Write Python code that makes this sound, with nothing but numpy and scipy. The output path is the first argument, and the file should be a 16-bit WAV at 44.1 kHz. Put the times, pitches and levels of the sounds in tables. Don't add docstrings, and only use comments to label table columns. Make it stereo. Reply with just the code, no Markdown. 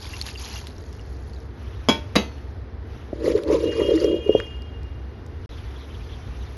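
import sys
import numpy as np
from scipy import signal
from scipy.fft import rfft, irfft, next_fast_len
from scipy.io import wavfile
from scipy.ndimage import uniform_filter1d

SR = 44100
rng = np.random.default_rng(int(sys.argv[2]) if len(sys.argv) > 2 else 0)


def master(y):
    cut = np.clip(np.atleast_2d(y).T, -1, 1)
    pcm = np.round(cut * 32767)
    wavfile.write(sys.argv[1], SR, pcm.astype(np.int16))


N = 289734
SIZE = next_fast_len(N + SR // 10, True)
TIME, FREQS = np.arange(N) / SR, np.fft.rfftfreq(SIZE, 1 / SR)


def from_db(db):
    return 10 ** (np.asarray(db) / 20)


def rms_one(x):
    return x / np.sqrt(np.mean(x ** 2) + 1e-20)


def gain_curve(rows):
    times, levels = np.transpose(rows)
    distance_inside = np.minimum(TIME - times[0], times[-1] - TIME)
    inside = np.clip(distance_inside / .03 + 2, 0, 1)
    return inside * from_db(np.interp(TIME, times, levels))


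def envelope(rows, rise_db_per_s, fall_db_per_s):
    power = 0
    for start, end, db in rows:
        before = rise_db_per_s * np.maximum(start - TIME, 0)
        after = fall_db_per_s * np.maximum(TIME - end, 0)
        power = power + from_db(db - before - after) ** 2
    return np.sqrt(power)


def shape(points):
    hz, db = np.transpose(points)
    return from_db(np.interp(np.log(FREQS + 1), np.log(hz), db))


def colour(x, points):
    low_end = 1 + (points[0][0] / (FREQS + 1)) ** 8
    high_end = 1 + (FREQS / points[-1][0]) ** 8
    spectrum = rfft(x, SIZE) * shape(points) / np.sqrt(low_end * high_end)
    return rms_one(irfft(spectrum, SIZE)[..., :N])


def noise(points):
    return colour(rng.standard_normal((2, N)), points)


def clumped(x, spread_db):
    cells = signal.stft(x, nperseg=256)[2]
    swells = rng.standard_normal(cells.shape[1:])
    swells = uniform_filter1d(swells, size=4, axis=0)
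    swells = uniform_filter1d(swells, size=5, axis=1)
    cells = cells * from_db(spread_db * rms_one(swells))
    return rms_one(signal.istft(cells, nperseg=256)[1][:, :N])


def drift(rate_hz):
    r = np.exp(-80 * np.pi * rate_hz / SR)
    slow = signal.lfilter([1], [1, -2 * r, r * r], rng.standard_normal(N // 40 + 2002))
    slow = slow[2000:]
    return np.interp(np.arange(N) / 40, np.arange(len(slow)), rms_one(slow))


def band(x, low_hz, high_hz, order=2):
    edges = [low_hz, min(high_hz, SR / 2 - 100)]
    return signal.sosfilt(signal.butter(order, edges, "band", fs=SR, output="sos"), x + 1e-18)


def ring(clicks, hz, t60):
    r, w = 1e-3 ** (1 / (t60 * SR)), 2 * np.pi * hz / SR
    return signal.lfilter([0, np.sin(w)], [1, -2 * r * np.cos(w), r * r], clicks + 1e-18)


def fade(clicks, t60):
    return signal.lfilter([1], [1, -1e-3 ** (1 / (t60 * SR))], clicks + 1e-18)


def strikes(s, db):
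    return np.bincount(np.round(s * SR).astype(int), from_db(db), SR)


def grains(per_s, spread_db):
    present = rng.random(N) < per_s / SR
    size = from_db(spread_db * np.minimum(rng.exponential(1, N), 4))
    return present * size * rng.choice([-1, 1], N)


def pings(rows, snap_db, snap_t60):
    out, t = np.zeros((2, N)), TIME[:SR // 10]
    for s, db, hz, t60 in rows:
        tone = np.sin(2 * np.pi * hz * t) * fade(t == 0, t60)
        snap = from_db(snap_db) * rng.standard_normal((2, len(t))) * fade(t == 0, snap_t60)
        i = round(s * SR)
        out[:, i:i + len(t)] += from_db(db) * (tone * [[1], [rng.uniform(-1, 1)]] + snap)
    return band(out, 900, 15300)


# (frequency [Hz], relative level [dB per Hz])
HUM_SPECTRUM = [(25, -18.5), (40, -25.5), (52, -13), (66, 1), (80, -8.5), (105, -10.5), (130, -26),
                (175, -49)]
ROAR_SPECTRUM = [(130, 8.5), (175, -6), (225, 0.5), (320, -2.5), (450, -2), (560, -10.5), (740, -11.5),
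                 (1100, -16), (1900, -18.5), (2700, -29.5), (5000, -33), (6800, -56.5)]
# (start [s], end [s], level [dB])
HUM_SWELL = [(4.9, 5.03, -32.5)]
HUM_RISE_DB_PER_S, HUM_FALL_DB_PER_S = 30.5, 200
HUM_DB, HUM_WAVER_DB, ROAR_DB = -35, 1.56, -43


def burner():
    swell = envelope(HUM_SWELL, HUM_RISE_DB_PER_S, HUM_FALL_DB_PER_S)
    hum_gain = np.hypot(from_db(HUM_DB + HUM_WAVER_DB * drift(3.3)), swell)
    hum = noise(HUM_SPECTRUM)
    hum = hum / np.sqrt(uniform_filter1d(hum ** 2, size=SR // 5, axis=1))
    return hum_gain * hum + from_db(ROAR_DB) * noise(ROAR_SPECTRUM)


# (frequency [Hz], relative level [dB per Hz])
SIZZLE_SPECTRUM = [(900, 3.5), (1250, 1.5), (1800, -2.5), (3400, -3), (4500, -9.5), (6000, -9),
                   (7000, -21.5), (8500, -75), (10000, -20.5), (11200, -13), (12500, -30)]
# (start [s], end [s], sizzle level [dB])
SIMMER_SPELLS = [(1.6, 2.35, -53.5), (2.92, 3.0, -54), (4.4, 5.35, -61), (5.49, 6.57, -51.5)]
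SPELL_RISE_DB_PER_S, SPELL_FALL_DB_PER_S = 108, 38
# (middle time [s], peak level [dB], pitch [Hz], half length [s])
WET_CHIRPS = [(5.533, -49.5, 3750, 0.029), (5.585, -48, 3270, 0.0089), (5.725, -54, 3180, 0.0086),
              (5.766, -47, 3260, 0.011), (5.821, -49.5, 3660, 0.03), (5.907, -49, 3220, .01),
              (5.951, -44, 3260, 0.0073), (6.1, -47, 3280, .01), (6.136, -46, 3420, 0.022),
              (6.421, -52, 3500, .025)]


def simmer(fall_per_s, flutter_hz):
    heat = envelope(SIMMER_SPELLS, SPELL_RISE_DB_PER_S, SPELL_FALL_DB_PER_S)
    sizzle = clumped(noise(SIZZLE_SPECTRUM), spread_db=2.5)
    chirps, flutter = np.zeros(N), flutter_hz * drift(246)
    for s, db, hz, half in WET_CHIRPS:
        near = np.abs(TIME - s) < 3 * half
        t = TIME[near] - s
        pitch = hz * np.exp(-fall_per_s * t) + flutter[near]
        tone = np.sin(2 * np.pi * np.cumsum(pitch) / SR)
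        chirps[near] += from_db(db) * np.exp(-(t / half) ** 2) * tone
    return heat * sizzle + chirps


def bubbles(per_s, spread_db, cycles):
    born, dealt = grains(per_s, spread_db), rng.integers(0, 24, N)
    pitches = np.geomspace(1500, 11500, 24) * from_db(rng.normal(0, .2, 24))
    rings = np.array([ring(born * (dealt == k), hz, cycles / hz) * hz for k, hz in enumerate(pitches)])
    signs = rng.choice([-1, 1], len(pitches))
    return rms_one(np.array([rings.sum(0), signs @ rings]))


def drips(start_s, end_s, db, low_hz, high_hz, t60, count):
    rows = []
    for when, size, pitch in rng.random((count, 3)):
        s = max(start_s + when * (end_s - start_s), 0)
        level = db + DRIP_SPREAD_DB * (2 * size - 1)
        rows.append((s, level, low_hz + pitch * (high_hz - low_hz), t60))
    return rows


# (frequency [Hz], relative level [dB per Hz])
SPLASH_SPECTRUM = [(900, 10), (1400, -1), (2000, -4.5), (2800, 0), (3600, -1), (4500, 2), (6900, -3.5),
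                   (8200, -49), (9500, -21), (11200, 0), (12500, -31)]
# (time [s], relative level [dB], pitch [Hz], t60 [s])
DROPS_AND_TICKS = [(0.0712, -33, 4800, .008), (0.1372, -27.5, 2760, 0.049), (0.2142, -13, 4360, 0.012),
                   (0.2234, -21.5, 5500, .006), (0.2653, -15, 4170, 0.0019), (0.288, -26.5, 2730, 0.02),
                   (0.3578, -28, 2760, 0.034), (0.376, -33, 4730, 0.061), (0.4174, -28, 5740, 0.004),
                   (0.5598, -29.5, 2810, 0.058), (0.6704, -18, 3720, 0.0025), (0.782, -37, 5600, 0.011),
                   (0.9288, -34, 5900, 0.0019), (0.995, -38, 2870, 0.024), (3.4356, -24, 3600, 0.0028),
                   (4.6213, -37, 4840, 0.0091), (4.8327, -36.5, 4800, 0.0028), (5.2644, -34, 5800, 0.0012)]
# (start [s], end [s], relative splash level [dB])
WATER_GUSHES = [(0.02, 0.2, -41), (0.268, 0.285, -36.5), (0.4, 0.59, -38.5), (0.669, 0.674, -47)]
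GUSH_RISE_DB_PER_S, GUSH_FALL_DB_PER_S = 330, 211
TRICKLE_START_S, TRICKLE_END_S, TRICKLE_DB, TRICKLE_FALL_DB_PER_S = 0.7, 1.45, -55, 5
DRIP_SPREAD_DB = 3


def water():
    trickle = envelope([(TRICKLE_START_S, TRICKLE_END_S, TRICKLE_DB)], GUSH_RISE_DB_PER_S, GUSH_FALL_DB_PER_S)
    trickle = trickle * from_db(-TRICKLE_FALL_DB_PER_S * (TIME - TRICKLE_START_S))
    gushes = envelope(WATER_GUSHES, GUSH_RISE_DB_PER_S, GUSH_FALL_DB_PER_S)
    flow = np.hypot(gushes, trickle)
    fizz = colour(bubbles(per_s=2000, spread_db=4, cycles=36), SPLASH_SPECTRUM)
    crackle = colour(bubbles(per_s=350, spread_db=4, cycles=7), SPLASH_SPECTRUM)
    spray = clumped(noise(SPLASH_SPECTRUM), spread_db=4)
    splash = flow * (from_db(-5.5) * (fizz + .7 * crackle) + from_db(-6) * spray)
    spatter = drips(start_s=0.023, end_s=0.62, db=-34.5, low_hz=1700, high_hz=5500, t60=0.021, count=26)
    stray = drips(TRICKLE_START_S, TRICKLE_END_S, db=-40, low_hz=3000, high_hz=6000, t60=0.014, count=6)
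    drops_and_ticks = pings(DROPS_AND_TICKS + spatter + stray, snap_db=-15, snap_t60=0.012)
    return splash + from_db(-1.5) * drops_and_ticks


# (time [s], relative thud level [dB], relative ring level [dB])
LADLE_CONTACTS = [(1.8866, 4, 1.5), (1.8935, -15, -1), (1.8985, -5, -22.5)]
SPOON_CONTACTS = [(2.1552, -1, -29), (2.1595, 1.5, -6.5), (2.1635, -14, 0.5), (2.168, -22, -15)]
# (frequency [Hz], relative level [dB], t60 [s])
LADLE_MODES = [(464, -38, 0.45), (598, -33.5, 0.46), (907, -24, 0.3), (1062, -21.5, 0.19),
               (1487, -29.5, 0.25), (2277, -22, 0.22), (2355, -29, 0.21), (2540, -36, 0.45),
               (3229, -22, 0.2), (3324, -18.5, 0.19), (3355, -31, 0.26), (3919, -35.5, 0.24),
               (4850, -26, 0.22), (5140, -19, 0.2), (5570, -45, 0.3), (6000, -34, 0.12), (6330, -23, 0.12),
               (7000, -16.5, 0.089)]
SPOON_MODES = [(510, -40, 0.33), (662, -24.5, 0.28), (900, -33.5, 0.33), (1110, -23, 0.091),
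               (1300, -36, .27), (2040, -32, 0.29), (2124, -16, 0.11), (2540, -32.5, 0.31),
               (2625, -19, 0.11), (2924, -26, .16), (3870, -14.5, 0.15), (3920, -19, 0.18),
               (4350, -43.5, 0.87), (4830, -18.5, 0.059), (4740, -32, .09), (6170, -27, 0.36),
               (6500, -31.5, 0.19), (7040, -35, 0.18)]
# (frequency [Hz], relative level [dB], t60 [s])
WORKTOP_MODES = [(156.4, -26.5, 0.2), (205.7, -19, 0.12), (257, -8, 0.04), (303, -14.5, 0.087),
                 (468, -17, 0.045), (533, -15.5, 0.048), (658, -17, 0.049), (840, -20, 0.031),
                 (1156, -12.5, 0.012)]
# (frequency [Hz], relative level [dB per Hz])
CLATTER_SPECTRUM = [(71, -39), (120, -23.5), (195, 6.5), (906, -12), (1260, -17.5), (2800, -17.5),
                    (3270, -16.5), (3600, -20), (3890, -23), (6710, -23), (8810, -88), (10100, -31.5),
                    (11600, -30.5), (12500, -48), (16200, -86), (22000, -120)]


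def put_down(hits, modes, thud_db, ring_db, crack_db, room_db, room_t60):
    s, thud, bright = np.transpose(hits)
    first = s.min()
    soft, hard = strikes(s - first, thud), strikes(s - first, bright)
    board, steel, crowd = 0, 0, 0
    for k, (hz, db, t60) in enumerate(WORKTOP_MODES):
        board = board + ring(soft, hz, t60) * from_db(db) * [[(-1) ** k], [rng.choice([-1, 1])]]
    for hz, db, t60 in modes:
        steel = steel + ring(hard, hz, t60) * from_db(db) * [[1], [rng.choice([-1, 1])]]
    clatter_gain = shape(CLATTER_SPECTRUM)
    for hz in np.geomspace(300, 7000, 110) * from_db(rng.normal(0, .1, 110)):
        strength = np.interp(hz, FREQS, clatter_gain) * np.sqrt(hz)
        crowd = crowd + ring(soft, hz, room_t60) * strength * rng.normal(0, 1, (2, 1))
    crack_fade = fade(soft, t60=0.031) + from_db(-10.0) * fade(soft, t60=0.25)
    crack = crack_fade * noise(CLATTER_SPECTRUM)[:, :SR]
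    body = from_db(thud_db) * board + from_db(ring_db) * steel + from_db(room_db) * rms_one(crowd)
    out, i = np.zeros((2, N)), round(first * SR)
    out[:, i:i + SR] = band(body, 44, 5540, order=6) + from_db(crack_db) * crack
    return out


# (frequency [Hz], relative level [dB], t60 [s], beat of the pair [Hz])
WALL_TONES = [(2830, 0, 2, 28), (3228, -5.5, 1.4, 22), (2450, -17, 2.5, 16)]
# (start [s], end [s], level [dB], tilt toward its higher tones [dB per kHz])
VESSEL_PULLS = [(3.667, 3.82, -38.5, -9), (3.86, 3.885, -33.5, 0), (4.068, 4.152, -37, 1),
                (4.217, 4.257, -43.5, -15), (4.327, 4.383, -34, 2)]
PULL_RISE_DB_PER_S, PULL_FALL_DB_PER_S = 299.5, 156
RING_OUT_DB, PULL_SHARPENS_HZ = -9.5, 12
PAIR_DB = -7.5
# (time [s], relative level [dB], pitch [Hz], t60 [s])
VESSEL_CATCHES = [(3.390, -22.5, 1320, 0.0056), (3.7215, -28, 1880, .008), (3.977, -27, 1920, 0.021),
                  (4.002, -28, 4730, 0.0097), (4.0435, -28.5, 5620, 0.016), (4.4015, -13, 1700, 0.0057)]


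def vessel(wander_hz, flutter_db):
    out = 0
    for hz, db, t60, split_hz in WALL_TONES:
        above_khz = (hz - WALL_TONES[0][0]) / 1000
        pulls = [(start, end, pull_db + tilt * above_khz) for start, end, pull_db, tilt in VESSEL_PULLS]
        pull = envelope(pulls, PULL_RISE_DB_PER_S, PULL_FALL_DB_PER_S)
        free = from_db(RING_OUT_DB) * envelope(pulls, PULL_RISE_DB_PER_S, 60 / t60)
        level = np.hypot(pull, free) + 1e-12
        pitch = hz + PULL_SHARPENS_HZ * pull / level + wander_hz * drift(19.6)
        phase = 2 * np.pi * np.cumsum(pitch) / SR
        beat_phase = 2 * np.pi * np.cumsum(split_hz + wander_hz * drift(9.03)) / SR
        pair = np.sin(phase) + from_db(PAIR_DB) * np.sin(phase - beat_phase)
        out = out + level * from_db(db + flutter_db * np.tanh(drift(17.5))) * pair
    return out * [[1], [.6]] + pings(VESSEL_CATCHES, snap_db=-46, snap_t60=0.023)


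# (frequency [Hz], width [Hz], relative level [dB])
CASE_MODES = [(329.4, 22.5, 0.5), (409.3, 18, -2), (450.6, 25, 0), (508, 36, -3), (586, 31, -5.5)]
# (time [s], relative level [dB], pitch [Hz], time to swell [s])
STRONG_SLIPS = [(3.128, -22.5, 582, 0.0038), (3.129, -18.5, 337, 0.0034), (3.277, -7.5, 468, 0.0038),
                (3.346, -9.5, 421, 0.0085), (3.499, -9.5, 457, 0.0034), (3.540, -12.5, 513, 0.0062),
                (3.638, -10.5, 442, 0.0042), (3.793, -9, 455, 0.0047), (3.890, -9, 463, 0.0042),
                (3.9158, -10, 447, 0.0046), (3.936, -13, 324, 0.024), (4.043, -7.5, 448, 0.004),
                (4.141, -11, 410, 0.0043), (4.258, -18, 410, 0.0087), (4.2927, -1.5, 418, 0.003),
                (4.302, -10, 424, 0.0042), (4.3498, -1, 450, 0.0021), (4.357, -11.5, 450, 0.0036)]
# (start [s], end [s], relative thrum level [dB], relative rasp level [dB])
FINGER_STROKES = [(3.253, 3.373, -19, -44), (3.508, 3.552, -15, -33.5), (3.643, 3.688, -19.5, -48.5),
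                  (3.798, 3.823, -17, -36.5), (3.901, 3.946, -15.5, -42), (4.026, 4.147, -18, -49.5),
                  (4.284, 4.401, -28, -48.5)]
STROKE_RISE_DB_PER_S, STROKE_FALL_DB_PER_S = 223, 249.5
# (time [s], relative level [dB])
SCRATCH_LEVELS = [(3.1, -80), (3.272, -44), (3.462, -60), (3.532, -39.5), (3.568, -51), (4.04, -47),
                  (4.222, -63), (4.38, -53.5), (4.55, -68)]
# (frequency [Hz], relative level [dB per Hz])
RASP_SPECTRUM = [(700, -7.5), (880, -2), (970, 10), (1060, 0), (1180, 0.5), (1450, -15.5), (1900, -8.5),
                 (2500, -13.5), (3200, -16.5)]
SCRATCH_SPECTRUM = [(1200, 0.5), (1550, -7), (1900, -1), (2500, -4), (3600, -6.5), (5000, -7), (7200, -14),
                    (8200, -57.5), (9500, -23.5), (11100, -11.5), (12500, -40)]


def fingers(slip_db, thrum_db, rasp_db, scratch_db, leak_db):
    press_rows = [(start, end, db) for start, end, db, _ in FINGER_STROKES]
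    rasp_rows = [(start, end, db) for start, end, _, db in FINGER_STROKES]
    press = envelope(press_rows, STROKE_RISE_DB_PER_S, STROKE_FALL_DB_PER_S)
    rasp = envelope(rasp_rows, STROKE_RISE_DB_PER_S, STROKE_FALL_DB_PER_S)
    slips = grains(per_s=600, spread_db=2)
    body = 0
    for k, (hz, width, db) in enumerate(CASE_MODES):
        t60 = np.log(1000) / np.pi / width
        body = body + (-1) ** k * from_db(db) * np.sqrt(width) * ring(slips, hz, t60)
    leak = rms_one(band(slips, 150, 240))
    body = rms_one(band(body, 263, 609, order=6)) + from_db(leak_db) * leak
    body = press * body / np.sqrt(uniform_filter1d(body ** 2, size=SR // 30) + 1e-12)
    bumps, gripped = np.zeros(N), np.zeros(N)
    for s, db, hz, swell_s in STRONG_SLIPS:
        t, i = TIME[:SR // 5], round(s * SR)
        swell = (t / swell_s * np.exp(1 - t / swell_s)) ** 3
        bumps[i:i + len(t)] += from_db(db) * swell * np.sin(2 * np.pi * hz * t)
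        gripped[i:i + len(t)] += swell
    thrum = from_db(thrum_db) * body / (1 + gripped) + from_db(slip_db) * bumps
    grit = gain_curve(SCRATCH_LEVELS) * clumped(noise(SCRATCH_SPECTRUM), spread_db=4)
    dry_skin = from_db(rasp_db) * rasp * noise(RASP_SPECTRUM) + from_db(scratch_db) * grit
    return thrum * [[1], [.6]] + dry_skin * from_db(1.7 * drift(32))


# (frequency [Hz], side gain against mid [dB])
PORT_WIDTH = [(30, -18.5), (60, -46), (110, -38.5), (200, -20.5), (400, -15.5), (700, -7.5), (1200, -4.5),
              (2100, -7), (3100, -2), (3900, -17.5), (5300, -14), (6200, -0.5), (7000, 12.5), (8200, 27.5),
              (9500, 23.5), (10600, -2), (11800, -13)]
# (frequency [Hz], left against right [dB])
PORT_TILT = [(60, 0), (110, .3), (350, 2), (1200, 2.5), (2100, 0), (12000, 0)]


def ports(pair):
    mid, side = rfft(pair, SIZE)
    side = 1j * side * shape(PORT_WIDTH)
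    lean = np.sqrt(shape(PORT_TILT))
    return irfft([(mid + side) * lean, (mid - side) / lean], SIZE)[:, :N]


def scene():
    background = burner() + simmer(fall_per_s=3.5, flutter_hz=298)
    ladle = put_down(LADLE_CONTACTS, LADLE_MODES, thud_db=-3.5, ring_db=-1.5, crack_db=-16.5,
                     room_db=-41, room_t60=0.32)
    spoon = put_down(SPOON_CONTACTS, SPOON_MODES, thud_db=0, ring_db=-2.0, crack_db=-15.5,
                     room_db=-38.5, room_t60=0.25)
    singing = vessel(wander_hz=6.68, flutter_db=5.0)
    handling = fingers(slip_db=0.5, thrum_db=-2, rasp_db=-3, scratch_db=6.0, leak_db=-20)
    return ports(background + water() + ladle + spoon + singing + handling)


# (start [s], end [s])
DROPOUT_SPAN = (5.460, 5.492)
CUTOFF_HZ = 12300


def record(dry):
    outside = (TIME < DROPOUT_SPAN[0]) | (TIME > DROPOUT_SPAN[1])
    live = uniform_filter1d(1.0 * outside, size=24)
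    low_pass = signal.ellip(10, .3, 80, CUTOFF_HZ, fs=SR, output="sos")
    return signal.sosfilt(low_pass, np.clip(dry * live, -1, 1))


dry = scene()
out = record(dry)
master(out)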